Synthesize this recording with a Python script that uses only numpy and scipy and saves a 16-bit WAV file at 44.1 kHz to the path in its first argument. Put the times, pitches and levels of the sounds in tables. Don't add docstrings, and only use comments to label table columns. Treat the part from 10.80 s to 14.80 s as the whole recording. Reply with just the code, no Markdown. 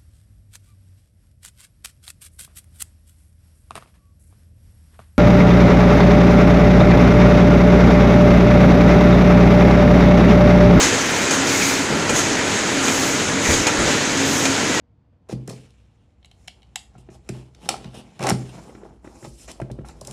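import sys
import numpy as np
from scipy import signal
from scipy.io import wavfile

SR = 44100
rng = np.random.default_rng(int(sys.argv[2]) if len(sys.argv) > 2 else 0)


def output_pcm(signal):
    pcm = np.clip(np.atleast_2d(signal).T, -1, 1) * 32767
    wavfile.write(sys.argv[1], SR, np.round(pcm).astype(np.int16))


N = 176400
TIME = np.arange(N) / SR

# (frequency [Hz], relative density [dB])
ROAR_SPECTRUM = [(25, -12), (45, -18), (75, -6), (130, -4), (230, 2), (320, 0.5), (450, -1), (720, -5.5),
                 (860, -4.5), (1130, -8.5), (1550, -3.5), (2150, -6), (2900, -11.5), (4500, -21.5),
                 (9000, -28), (16000, -68)]
# (time [s], gain [dB])
ROAR_RIDE = [(0, 4.5), (.22, 1), (.82, 0.5), (1.05, -1.5), (1.42, 0), (1.65, 0.5), (2.2, -0.5),
             (2.58, -1.5), (2.95, 0.5), (3.1, 2.5), (3.27, -1), (4, 0.3)]
# (frequency [Hz], relative density [dB])
INK_SPECTRUM = [(1000, -43), (2400, 2.5), (3600, 4), (5500, 1.5), (7300, 0), (8700, -9), (11000, -13),
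                (15500, -50)]
# (time [s], level [dB])
INK_RIDE = [(0, -21.5), (.13, -27.5), (.28, -29), (.6, -28.5), (.98, -27.5), (1.08, -32), (1.27, -31),
            (1.5, -28), (1.64, -30.5), (1.74, -27), (1.84, -30), (2.4, -27), (2.56, -31), (2.8, -26),
            (2.96, -29.5), (3.1, -25), (3.33, -28.5), (4, -27.5)]
# (pitch [Hz], rms level [dB], waver [0-1])
STEADY_TONES = [(101.4, -41, 0.22), (145.2, -41, 0.43), (304.5, -36.5, 0.7), (337.5, -40.5, 0.8),
                (399, -47, 1), (439, -42, 0.7), (455.6, -43, 0.9), (566, -45, 0.4), (594, -43, 0.9),
                (2274, -45.5, 0.9), (6240, -53, 0.7)]
# (time [s], rms level [dB])
DRIVE_RIDE = [(0, -33), (.22, -35), (.4, -46), (.6, -27.5), (1.01, -25), (1.15, -57.5), (1.5, -28),
              (1.8, -40), (2.0, -26.5), (2.35, -31.5), (2.65, -30), (3.29, -37), (3.41, -23.5),
              (3.58, -34.5), (3.71, -23), (3.76, -34), (4, -36)]

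# (time [s], level [dB])
KNOCK_CUES = [(0.36, -22.5), (.445, -30), (0.671, -25), (1.493, -39), (1.799, -43), (3.37, -24),
              (3.401, -24), (3.763, -32)]
# (frequency [Hz], relative density [dB])
KNOCK_SPECTRUM = [(500, 7), (1500, 1), (3500, -6), (7000, -1.5), (10000, -18), (15000, -34)]

# (time [s], hold [s], swish level [dB], rustle level [dB])
SHEET_CUES = [(.1, .3, -70, -33.5), (0.615, 0.3, -32, -28.5), (1.99, 0.29, -32, -49),
              (3.387, 0.21, -32, -57)]
# (frequency [Hz], relative density [dB])
SWISH_SPECTRUM = [(1500, -17), (3800, -0.5), (6500, 6), (9000, -0.5), (12000, -4), (15500, -9)]
# (frequency [Hz], relative density [dB])
RUSTLE_SPECTRUM = [(1200, -13), (2200, 8.5), (3100, -15), (4700, -2), (6500, -8), (10000, -17)]
# (time [s], hold [s], level [dB])
RASP_CUES = [(0, 0.033, -28.5), (.12, 0.09, -33.5), (.668, .035, -27), (.812, 0.018, -33),
             (3.368, .03, -32.5)]
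# (time [s], hold after the attack [s], level [dB])
PUFF_CUES = [(-.008, 0.014, -23), (0.49, .02, -27.5), (1.325, 0.028, -24), (2.01, .01, -29.5),
             (2.605, .06, -30), (2.674, 0.028, -24)]
# (frequency [Hz], relative density [dB])
PUFF_SPECTRUM = [(1500, 4.5), (4000, 2), (5500, -4.5), (6600, 4), (7800, -8), (10000, -5.5), (15500, -33)]

# (time [s], length [s], start pitch [Hz], end pitch [Hz], rms level at the crest [dB])
SQUEAK_CUES = [(.692, .034, 2600, 2000, -29), (.743, .024, 2250, 2080, -22.5),
               (.809, .03, 2750, 1950, -21.5)]
# (time [s], hold [s], level [dB])
RUB_CUES = [(1.11, .02, -27), (2.63, 0.09, -23.5)]
# (frequency [Hz], bandwidth [Hz], relative level [dB])
RUB_MODES = [(1910, 140, 0.5), (2020, 130, -2), (2260, 105, -0.5)]

# (time [s], hold [s], boom level [dB], panel level [dB])
THUD_CUES = [(0.018, 0.043, -33, -38), (1.096, 0.069, -44, -24), (1.287, 0.14, -34.5, -29),
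             (2.486, 0.079, -53, -26), (2.678, 0.073, -25.5, -23), (2.98, 0.094, -30, -24.5)]
# (frequency [Hz], relative density [dB])
BOOM_SPECTRUM = [(25, -8), (50, 6), (110, 2.5), (200, -4.5), (400, -22)]
# (frequency [Hz], relative density [dB])
PANEL_SPECTRUM = [(80, -12), (160, 1.5), (290, 2.5), (480, -1.5), (650, -4.5), (900, -18), (1300, -16),
                  (2500, -26)]
# (time [s], strength [dB])
CLUNK_CUES = [(1.115, -6), (1.305, -8), (2.688, 0), (2.733, -1), (2.996, -3.5), (3.087, -5)]
# (frequency [Hz], level [dB], decay t60 [s])
FRAME_MODES = [(75, -28, .22), (112, -26, .18), (164, -26, 0.16), (239, -19, .22), (352, -22, .15),
               (457.4, -21.5, .22), (586, -21, 0.12), (840, -22.5, 0.13)]

# (time [s], tick gain [dB], body and ring gain [dB])
CLACK_CUES = [(.509, 1, -3.5), (1.294, -4, 0), (2.081, -2, -1), (2.8671, 2.5, 0), (3.6527, 1.5, -2)]
# (frequency [Hz], relative density [dB])
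TICK_SPECTRUM = [(600, -17), (2200, -4), (4200, 2.5), (5200, 0), (7000, -2.5), (10000, -14), (15500, -34)]
# (frequency [Hz], relative density [dB])
BODY_SPECTRUM = [(150, -24), (400, 13), (900, 7.5), (1400, 2), (2500, 6), (3300, -21), (7000, -2),
                 (14000, -29)]
# (frequency [Hz], level [dB], decay t60 [s])
LATCH_MODES = [(1334, -24, 0.15), (2434, -19.5, 0.13), (2770, -27, 0.13), (3084, -28.5, 0.14),
               (6760, -30, 0.031)]


def from_db(db):
    return 10 ** (np.asarray(db) / 20)


def rms_one(x):
    return x / np.sqrt(np.mean(x ** 2) + 1e-20)


def ride(rows):
    return from_db(np.interp(TIME, *np.transpose(rows)))


def drift(rate_hz):
    step, run_in = 40, 2000
    pole = np.exp(-2 * np.pi * rate_hz * step / SR)
    white = rng.standard_normal(N // step + run_in + 2)
    slow = signal.lfilter([1], [1, -2 * pole, pole * pole], white)[run_in:]
    return np.interp(np.arange(N) / step, np.arange(len(slow)), rms_one(slow))


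def filtered(x, order, hz, kind="low"):
    return signal.sosfilt(signal.butter(order, hz, kind, fs=SR, output="sos"), x)


def noise(spectrum, flicker_db=0):
    hz, db = np.transpose(spectrum)
    edges = 20 * 2 ** (np.arange(30) / 3)
    white, out = rng.standard_normal((2, N + SR // 4)), 0
    for k, (low, high) in enumerate(zip(edges, edges[1:])):
        centre = np.sqrt(low * high)
        if hz[0] / 2 < centre < hz[-1] * 2:
            band = filtered(white[k % 2], 3, [low, high], "band")[-N:]
            flicker = flicker_db * drift(17) if flicker_db else 0
            out = out + band * from_db(np.interp(np.log(centre), np.log(hz), db) + flicker)
    return rms_one(out)


def tone(hz, waver):
    wobble = 1 + waver * (drift(4.0) + 1j * drift(9.1))
    return rms_one(np.real(wobble * np.exp(2j * np.pi * hz * TIME)))


def resonate(x, hz, q):
    return signal.lfilter(*signal.iirpeak(hz, q, fs=SR), x)


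def strikes(rows):
    clicks = np.zeros(N)
    for start, db in rows:
        clicks[int(start * SR)] = from_db(db)
    return clicks


def ring(clicks, hz, t60):
    pole, angle = from_db(-60 / (t60 * SR)), 2 * np.pi * hz / SR
    return signal.lfilter([0, np.sin(angle)], [1, -2 * pole * np.cos(angle), pole ** 2], clicks + 1e-18)


def bursts(rows, attack_s, t60):
    power = 0
    for start, hold, db in rows:
        attack = np.clip((TIME - start) / attack_s, 0, 1)
        release = from_db(-60 * np.clip((TIME - start - hold) / t60, 0, 10))
        power = power + (from_db(db) * attack * release) ** 2
    return np.sqrt(power)


def rollers():
    roar = from_db(-21.5) * noise(ROAR_SPECTRUM, flicker_db=0.8)
    bass = filtered(roar, order=1, hz=360)
    hiss = noise(INK_SPECTRUM, flicker_db=1.3) * from_db(0.25 * drift(3.4))
    return bass + (roar - bass) * ride(ROAR_RIDE) + hiss * ride(INK_RIDE)


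def drive(hum_hz=271.7, whine_hz=1373, latch_cycle_s=0.786):
    hum = rms_one(tone(hum_hz, waver=0.3) * (1 + 0.3 * drift(35)))
    load = np.cos(2 * np.pi * (TIME - CLACK_CUES[0][0]) / latch_cycle_s)
    whine = from_db(-43 + 6.5 * load) * tone(whine_hz, waver=0.63)
    steady = sum(from_db(db) * tone(hz, waver) for hz, db, waver in STEADY_TONES)
    return hum * ride(DRIVE_RIDE) + whine + steady


def chain_rattle(contacts_per_s=170, ring_cycles=21):
    clicks = rng.random(N) < contacts_per_s / SR
    pitches_hz = np.geomspace(870, 8830, 24)
    rings = sum(ring(clicks * rng.standard_normal(N), hz, ring_cycles / hz) for hz in pitches_hz)
    return from_db(-33) * rms_one(filtered(rings, order=2, hz=8500))


def levers(hold_s=0.003):
    knocks = [(start, hold_s, db) for start, db in KNOCK_CUES]
    return noise(KNOCK_SPECTRUM) * bursts(knocks, attack_s=0.0012, t60=0.085)


def sheets(attack_s=0.13, t60=0.55, flutter_db=3):
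    swish = bursts([(start, hold, db) for start, hold, db, _ in SHEET_CUES], attack_s, t60)
    rustle = bursts([(start, hold, db) for start, hold, _, db in SHEET_CUES], attack_s, t60)
    flutter = from_db(flutter_db * drift(25))
    return swish * noise(SWISH_SPECTRUM, flicker_db=1.5) + rustle * flutter * noise(RUSTLE_SPECTRUM)


def paper_edges(grains_per_s=2300):
    grains = rng.standard_normal(N) * (rng.random(N) < grains_per_s / SR)
    rasp = rms_one(filtered(grains + 1e-18, order=2, hz=[3130, 6000], kind="band"))
    return rasp * bursts(RASP_CUES, attack_s=0.0068, t60=0.37)


def air_valves(attack_s=0.04):
    whistle = rms_one(resonate(rng.standard_normal(N), hz=6460, q=5.9))
    flow = bursts([(start, attack_s + hold, db) for start, hold, db in PUFF_CUES], attack_s, t60=0.26)
    return flow * (noise(PUFF_SPECTRUM) + from_db(-3.5) * whistle)


def squeaks(roughness=0.35):
    out = np.zeros(N)
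    for start, length, start_hz, end_hz, db in SQUEAK_CUES:
        progress = np.clip((TIME - start) / length, 0, 1)
        phase = 2 * np.pi * np.cumsum(start_hz + (end_hz - start_hz) * progress) / SR
        out += from_db(db) * np.sin(np.pi * progress) * np.sqrt(2) * np.sin(phase)
    return out * (1 + roughness * drift(150))


def rubs():
    friction = rng.standard_normal(N)
    singing = sum((-1) ** k * from_db(db) * resonate(friction, hz, q=hz / width)
                  for k, (hz, width, db) in enumerate(RUB_MODES))
    return rms_one(singing) * bursts(RUB_CUES, attack_s=0.018, t60=0.14)


def thuds(attack_s=0.0089, t60=0.38):
    boom = bursts([(start, hold, db) for start, hold, db, _ in THUD_CUES], attack_s, t60)
    panel = bursts([(start, hold, db) for start, hold, _, db in THUD_CUES], attack_s, t60)
    return boom * noise(BOOM_SPECTRUM) + panel * noise(PANEL_SPECTRUM)


def clunks(spread_db=1.8):
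    out = np.zeros(N)
    for k, (hz, db, t60) in enumerate(FRAME_MODES):
        hits = strikes([(start, hit_db + rng.normal(0, spread_db)) for start, hit_db in CLUNK_CUES])
        out += (-1) ** k * from_db(db) * ring(hits, hz, t60)
    return out


def latch(attack_s=0.0015, hold_s=0.002, rebound_s=0.0093, rebound_db=-2.5):
    ticks = [(start, hold_s, db) for start, db, _ in CLACK_CUES]
    contacts = [(start + lag, hold_s, db + loss) for start, _, db in CLACK_CUES
                for lag, loss in ((0, 0), (rebound_s, rebound_db))]
    tick = from_db(-21) * bursts(ticks, attack_s, t60=0.075) * noise(TICK_SPECTRUM)
    body = from_db(-18.5) * bursts(contacts, attack_s, t60=0.12) * noise(BODY_SPECTRUM)
    clicks = strikes([(start, db) for start, _, db in CLACK_CUES])
    steel = sum(from_db(db) * ring(clicks, hz, t60) for hz, db, t60 in LATCH_MODES)
    return tick + body + steel


def scene():
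    bed = rollers() + drive() + chain_rattle() + levers()
    paper_feed = sheets() + paper_edges() + air_valves()
    accents = squeaks() + rubs() + thuds() + clunks()
    return (bed + paper_feed + accents + latch())[None]


def record(dry, port_boost_db=8, cutoff_hz=15500):
    coloured = dry + (from_db(port_boost_db) - 1) * resonate(dry, hz=6670, q=7)
    return signal.sosfilt(signal.ellip(10, 0.2, 80, cutoff_hz, fs=SR, output="sos"), coloured)


dry = scene()
out = record(dry)
output_pcm(out)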